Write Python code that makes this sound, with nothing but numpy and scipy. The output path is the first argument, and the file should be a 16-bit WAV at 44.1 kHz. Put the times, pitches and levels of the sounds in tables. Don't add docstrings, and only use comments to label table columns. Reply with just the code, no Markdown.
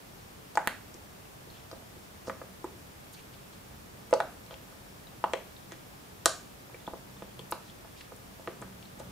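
import sys
import numpy as np
from scipy import signal
from scipy.io import wavfile

SR = 44100
rng = np.random.default_rng(int(sys.argv[2]) if len(sys.argv) > 2 else 0)


def makeup_ratio(level_db):
    decades = np.asarray(level_db, float) / 20
    return 10 ** decades


def file_out(sig):
    cols = np.atleast_2d(sig).T
    lim = np.clip(cols, -1, 1)
    pcm = np.round(lim * 32767).astype(np.int16)
    wavfile.write(sys.argv[1], SR, pcm)


N = 401751

# (frequency [Hz], density [dB per Hz])
AIR_COLOUR = [(24, -16), (40, -7), (100, -2.5), (270, -7), (800, -10.5), (2260, -18), (4810, -22.5),
              (14000, -26.5)]
# (frequency [Hz], left-right likeness [-1 to 1])
AIR_LIKENESS = [(60, 0.96), (130, 0.73), (290, 0.13), (640, -0.22), (1410, -0.25), (3100, 0.018),
                (6820, 0.12), (15000, 0.24)]
# (time [s], level [dB])
RUMBLE_SWELL = [(0, -61.5), (.75, -62), (1.44, -64), (2.4, -58.5), (3.2, -61.5), (4.1, -57), (4.95, -62),
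                (5.15, -57), (5.3, -62), (6.391, -64.5), (6.6, -60.5), (7.5, -52.5), (7.9, -66), (8.3, -57),
                (8.68, -49), (8.8, -59.5), (9.11, -46)]
# (frequency [Hz], width [Hz], level [dB])
RUMBLE_MODES = [(67.6, 5.7, -11), (130.3, 10, 0.5), (184.5, 14, 0.5)]
# (frequency [Hz], width [Hz], level [dB])
WHINE_LINES = [(5475, 30, .5), (10950, 40, -1.5), (13151, 16, 2)]
# (time [s], level [dB])
WHINE_SWELL = [(0, -78), (3.8, -78), (4.45, -74), (4.8, -76), (6, -77), (6.7, -80), (7.6, -76), (9.11, -78)]
# (time [s], peak [dB], frequency [Hz], left-right [dB], width [share of frequency])
SLAPS = [(0.5542, -30, 4600, 3, 0.82), (0.5732, -27, 2570, 1, 0.67), (0.6733, -18.5, 2270, -4, 0.74),
         (0.9421, -37.5, 5500, 1, 0.72), (1.714, -39, 4130, 0.6, 0.42), (2.272, -42, 2860, 2.1, 0.6),
         (2.2966, -37, 2650, -1.1, 0.53), (4.1284, -29, 2300, 1.1, 0.51), (4.1376, -27, 3930, 1, 0.72),
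         (4.2028, -27.5, 2370, 3, 0.37), (4.4625, -48, 3750, 0, 0.6), (4.5093, -41, 2560, 3, 0.82),
         (4.5413, -38, 2410, 2, 0.54), (5.2403, -32.5, 2720, -3, 0.32), (5.335, -23.5, 2320, 9, .99),
         (5.7202, -36.5, 3400, 0.6, 0.97), (7.2228, -43, 2350, 0.6, 0.6), (7.3925, -38, 3100, 5, 0.29),
         (7.5226, -30.5, 4050, 0, 0.39), (8.4744, -36, 3140, 0, 0.37), (8.827, -40, 2470, 3, 0.94),
         (8.9977, -42, 2930, -4, 0.79)]
# (time [s], peak [dB], frequency [Hz], left-right [dB])
PEELS = [(0.5547, -42, 7630, 0.6), (0.573, -28.5, 6770, 0), (0.6737, -16, 11000, 0), (2.2966, -41, 7390, 0),
         (2.6432, -40.5, 8040, 0.6), (4.109, -38, 8000, -0.6), (4.1376, -27, 6730, -3),
         (4.2028, -37, 7100, 1.5), (5.2407, -40, 8460, 0.6), (5.334, -32, 6760, -5), (5.7206, -38, 6500, 0),
         (7.3925, -43, 8050, 0), (7.515, -23, 11200, 2.1), (8.1637, -42, 8420, 4), (8.4743, -49, 8320, 0),
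         (8.6168, -38, 7250, -1.1)]
# (time [s], peak [dB], dome [Hz], ring [cycles], rim against dome [dB])
FLIPS = [(.5548, -32.5, 694, 5.5, -10), (.5739, -15.5, 848, 12, -4), (.5739, -28.5, 1140, 6, -2),
         (.6741, -20, 910, 1.4, 0.5), (.6744, -34, 1290, 2.9, -3), (1.7298, -39, 577, 9, -10),
         (2.2733, -38, 626, 3.8, -12), (2.2808, -31, 514, 8, -6), (2.2979, -35.5, 560, 9.7, 9),
         (2.4162, -37, 566, 8.8, -1.1), (2.6433, -31.5, 365, 6.2, -0.8), (4.128, -13.5, 551, 14, -20),
         (4.1378, -23, 500, 6.6, -7), (4.2031, -18.5, 720, 8.2, -3), (5.3354, -32, 1250, 11, 3),
         (5.3362, -21, 525, 5.4, -3.5), (6.2607, -18.5, 645, 6.5, -8), (6.8779, -27, 800, 3.9, -29),
         (6.9359, -30.5, 500, 2.4, -10), (7.2224, -35.5, 520, 3.4, -5), (7.5238, -33, 450, 3.7, -15),
         (8.4749, -34, 537, 7.8, 3.5), (8.4774, -29.5, 500, 7.5, -24), (8.6243, -40.5, 560, 4, 4)]
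# (delay [ms], left [dB], right [dB])
ECHOES = [(2.5, -15, -15), (3.4, -13, -16), (5.9, -18, -14), (6.8, -17, -18), (8.0, -18, -19),
          (26.4, -21, -20)]
# (frequency [Hz], decay by 60 dB [s], level [dB])
TAIL = [(199, 0.84, -15.5), (500, 0.25, -2), (1200, 0.34, -7), (3000, 0.34, -6), (7000, 0.35, -9),
        (14000, 0.26, -14.5)]
# (time [s], peak [dB], frequency [Hz])
THUDS = [(0.572, -40, 310), (0.671, -33.5, 228), (1.724, -45.5, 323), (2.277, -37, 244), (2.295, -36, 220),
         (2.414, -46, 266), (2.64, -40, 350), (4.125, -41.5, 305), (4.198, -42, 328), (5.239, -41.5, 196),
         (5.332, -41, 350), (5.717, -46, 332), (6.255, -35, 340), (6.876, -35.5, 234), (7.221, -40, 192),
         (7.519, -38, 350), (8.473, -33.5, 344), (8.621, -51, 350)]
# (time [s], peak [dB], dome [Hz], rim against
# dome [dB])
MORE_FLIPS = [(.948, -47.5, 380, -13), (1.4738, -47.5, 412, -15), (1.7144, -46, 560, 4.5),
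              (1.8237, -48, 576, -12), (1.9663, -46, 384, -15), (4.111, -43, 500, -6), (4.5093, -42.5, 580, -1),
              (4.725, -55.5, 500, 8), (5.7213, -43.5, 560, .1), (6.6975, -56, 450, 7.5), (6.7445, -42, 437, -12),
              (7.394, -41, 423, -2), (7.8476, -48, 675, 0), (8.121, -42, 500, -1.5), (8.3964, -42.5, 580, -21),
              (8.6169, -42, 380, -3), (9.0021, -39, 540, -10.1)]
# (time [s], peak [dB], frequency [Hz])
CHIRPS = [(1.253, -51, 2760), (1.501, -45, 4130), (3.068, -54, 2360), (4.109, -52, 2100),
          (5.0696, -48, 3840), (5.5647, -47, 3700), (6.7445, -46.5, 2320), (6.802, -48, 3550),
          (6.867, -42, 3500), (6.8786, -49, 3500), (7.168, -50, 3620), (7.2935, -55, 2470),
          (7.3077, -53, 3420), (7.6983, -47, 3390), (7.9632, -52, 2380), (8.854, -47, 3930)]
# (time [s], length [s], level [dB], frequency [Hz])
RUBS = [(1.52, 0.17, -60.5, 2800), (1.728, 0.055, -56, 600), (2.265, 0.049, -51, 5040),
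        (3.124, 0.036, -54.5, 8500), (3.132, .02, -56, 14000), (3.137, 0.028, -53, 4200),
        (3.166, 0.072, -56.5, 2370), (3.332, .04, -57, 2660), (3.526, 0.031, -58.5, 3500),
        (4.52, 0.032, -50, 577), (4.513, 0.043, -55.5, 3000), (5.708, 0.058, -52, 1510),
        (7.509, 0.012, -40.5, 11000), (7.641, 0.12, -62, 3500), (7.966, 0.071, -57, 3300),
        (8.008, .012, -49.5, 3500), (8.007, .014, -48, 2000), (8.617, 0.038, -56, 1500),
        (8.99, 0.055, -48.5, 575), (8.991, 0.024, -52.5, 7000)]
# (time [s], peak [dB], frequency [Hz], ring [cycles], upper ring against lower [dB])
WALLS = [(2.2967, -36.5, 1770, 7, -5), (2.4184, -46.5, 1480, 8, -2.1), (2.644, -45, 1270, 5, -2),
         (4.1364, -21.5, 835, 11, -7), (4.1302, -25, 720, 12, -9), (4.1287, -27.5, 1550, 11, -14),
         (4.2037, -35, 2220, 6.5, 0.5), (5.241, -14, 906, 4.9, -26), (6.2584, -18.5, 1180, 12.4, -1),
         (6.2613, -26, 1640, 14, -9), (6.7447, -47, 1800, 6.6, -5), (7.5229, -26.5, 920, 7.9, -1),
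         (7.5241, -41, 1940, 5, 7.5), (8.4754, -38.5, 1850, 9.4, -2), (8.624, -46, 1560, 8, 0)]
# (time [s], peak [dB])
CRACK = (6.25805, -0.59)
# (frequency [Hz], width [Hz], level [dB])
CRACK_MODES = [(3500, 1600, -3.5), (5500, 1350, -0.5), (7900, 2650, 1), (11000, 4500, -15)]
EDGES_HZ = np.append(20 * 2 ** np.arange(0, 9.6, .5), 19000)


def rms_one(x):
    return x / np.sqrt(np.mean(x ** 2) + 1e-20)


def at_hz(rows, hz, column=1):
    rows = np.array(rows)
    return np.interp(np.log(hz), np.log(rows[:, 0]), rows[:, column])


def bands(size):
    white = rng.standard_normal((2, 2, size))
    for k, (low, high) in enumerate(zip(EDGES_HZ, EDGES_HZ[1:])):
        band = signal.butter(2, [low, high], "band", fs=SR, output="sos")
        yield np.sqrt(low * high), signal.sosfilt(band, white[k % 2])


def spread(pair, alike):
    alike = np.clip(alike, -1, 1)
    middle = np.sqrt(1 + alike) * pair[0]
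    side = np.sqrt(1 - alike) * pair[1]
    return middle + side * [[1], [-1]]


def resonance(x, hz, width_hz):
    r = np.exp(-np.pi * width_hz / SR)
    zeros = [(1 - r * r) / 2, 0, (r * r - 1) / 2]
    poles = [1, -2 * r * np.cos(2 * np.pi * hz / SR), r * r]
    return signal.lfilter(zeros, poles, x)


def low_pass(x, hz, order):
    return signal.sosfilt(signal.butter(order, hz, fs=SR, output="sos"), x)


def over_time(rows):
    return makeup_ratio(np.interp(np.arange(N) / SR, *np.transpose(rows)))


def add(out, s, sound):
    i = round(s * SR)
    out[:, i:i + sound.shape[-1]] += sound[..., :N - i]


def air():
    hiss = 0
    for hz, pair in bands(N):
        if hz < 17000:
            hiss = hiss + makeup_ratio(at_hz(AIR_COLOUR, hz)) * spread(pair, at_hz(AIR_LIKENESS, hz))
    return makeup_ratio(-50) * rms_one(hiss)


def rumble():
    noise = spread(rng.standard_normal((2, N)), 1.0)
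    drone = 0
    for hz, width_hz, db in RUMBLE_MODES:
        drone = drone + makeup_ratio(db) * rms_one(resonance(noise, hz, width_hz))
    return over_time(RUMBLE_SWELL) * makeup_ratio(-0.5) * rms_one(drone)


def whines():
    noise = spread(rng.standard_normal((2, N)), 0.98)
    lines = 0
    for hz, width_hz, db in WHINE_LINES:
        line = resonance(resonance(noise, hz, width_hz), hz, width_hz)
        lines = lines + makeup_ratio(db) * rms_one(line)
    return over_time(WHINE_SWELL) * lines


def snaps(rows, spray_share, skirt):
    out, t = np.zeros((2, N)), np.arange(1200) / SR
    noise = rng.standard_normal((len(rows), 2, len(t)))
    for (s, db, hz, t60_ms, pan_db, width), pair in zip(rows, noise):
        spray = spray_share * spread(pair, 0.47) * makeup_ratio(-60e3 * t / max(t60_ms, 1))
        click = 1.53 * (t == 0)
        wide = resonance(spray + click, hz, skirt * width * hz)
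        tick = resonance(wide, hz, width * hz)
        side_db = np.array([[.5], [-.5]]) * pan_db
        add(out, s + 10 / SR, makeup_ratio(db + 3.0 + side_db) * tick / abs(tick).max())
    return out


def slaps():
    spray_ms_per_khz = 2.3
    rows = [(s, db, hz, spray_ms_per_khz * hz / 1e3, pan_db, width) for s, db, hz, pan_db, width in SLAPS]
    return snaps(rows, spray_share=0.73, skirt=1.67)


def peels():
    t60_ms, width_at_7500_hz, width_per_khz = 6.1, 0.51, .09
    rows = []
    for s, db, hz, pan_db in PEELS:
        width = width_at_7500_hz + width_per_khz * (hz / 1e3 - 7.5)
        rows.append((s, db, hz, t60_ms, pan_db, width))
    return snaps(rows, spray_share=0.27, skirt=1.2)


def ring(hz, cycles, swell, sag):
    turns = hz * np.arange(2600) / SR
    swing = (1 - np.exp(-turns / swell)) ** 2 * makeup_ratio(-60 * turns / cycles)
    phase = turns + sag * (1 - np.exp(-turns))
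    return -swing * np.sin(2 * np.pi * phase) / swing.max()


def pop(dome_hz, cycles, rim_hz, rim_db):
    dome = ring(dome_hz, max(cycles, 2), swell=0.28, sag=0.026)
    return dome - makeup_ratio(rim_db) * ring(rim_hz, 7.3, swell=0.43, sag=0.14)


def pops(rows):
    out = np.zeros((2, N))
    for s, db, hz, cycles, rim_db, rim_hz in rows:
        add(out, s - 20 / SR, makeup_ratio(db + 2.5) * pop(hz, cycles, rim_hz, rim_db) * makeup_ratio([[-.3], [.3]]))
    return out


def rim_pitch(dome_hz):
    return 450 + 1.27 * dome_hz


def flips():
    return pops([(*row, rim_pitch(row[2])) for row in FLIPS])


def room(x):
    scatter_db, scatter_t60_s = -22, 0.032
    likeness, build_s = 0.74, 0.014
    t = np.arange(round(.5 * SR)) / SR
    tail = 0
    for hz, pair in bands(len(t)):
        build = 1 - np.exp(-(t / build_s) ** 2)
        late = makeup_ratio(at_hz(TAIL, hz, column=2) - 60 * t / at_hz(TAIL, hz)) * build
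        early = makeup_ratio(scatter_db - 60 * t / scatter_t60_s - 2.0 * np.log2(hz / 1000)) * (t > .002)
        tail = tail + (0.028 * late + early) * spread(pair, likeness)
    taps = np.zeros_like(tail)
    for ms, left_db, right_db in ECHOES:
        taps[:, round(ms * SR / 1000)] = makeup_ratio([left_db, right_db])
    answer = tail + low_pass(taps, 4400, order=2)
    return signal.fftconvolve(x, answer, axes=1)[:, :N]


def thuds():
    out = np.zeros((2, N))
    for s, db, hz in THUDS:
        add(out, s + 0.002, makeup_ratio(db + 0.5) * ring(hz, 12.6, swell=0.27, sag=0))
    return out


def more_flips():
    cycles = 7.5
    return pops([(s, db, hz, cycles, rim_db, rim_pitch(hz)) for s, db, hz, rim_db in MORE_FLIPS])


def chirps():
    t60_ms, pan_db, width = 12, 2, 0.076
    rows = [(s, db, hz, t60_ms, pan_db, width) for s, db, hz in CHIRPS]
    return snaps(rows, spray_share=.3, skirt=6.0)


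def rubs():
    out = np.zeros((2, N))
    for s, length, db, hz in RUBS:
        size = makeup_ratio(3 * np.minimum(rng.exponential(1, 8000), 4))
        grain = size * rng.standard_normal((2, 8000))
        stroke = np.hanning(min(round(length * SR), 8000))
        rasp = resonance(resonance(spread(grain, 0.68), hz, .5 * hz), hz, 2.2 * hz)
        add(out, s - 0.22 * length, makeup_ratio(db) * stroke * rms_one(rasp)[:, :len(stroke)])
    return out


def walls():
    return pops([(*row, 1.353 * row[2]) for row in WALLS])


def crack():
    out, t = np.zeros((2, N)), np.arange(900) / SR
    spray = .07 * spread(rng.standard_normal((2, len(t))), .4) * makeup_ratio(-60 * t / .012)
    burst = spray + (t == 0)
    tick = 0
    for k, (hz, width_hz, db) in enumerate(CRACK_MODES):
        tick = tick + (-1) ** k * makeup_ratio(db) * resonance(burst, hz, width_hz)
    start, peak_db = CRACK
    add(out, start, makeup_ratio(peak_db) * tick / abs(tick).max())
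    return out


def scene():
    background = air() + rumble() + whines()
    toy = slaps() + peels() + flips() + thuds() + more_flips() + chirps() + rubs() + walls() + crack()
    return toy + room(toy) + background


def band_limit(x):
    return signal.sosfilt(signal.butter(12, 16810, fs=SR, output="sos"), x)


def record(dry):
    cut = signal.cheby2(16, 45, 15950, fs=SR, output="sos")
    mix = np.clip(signal.sosfilt(cut, dry), -1, 1)
    return band_limit(mix)


dry = scene()
out = record(dry)
file_out(out)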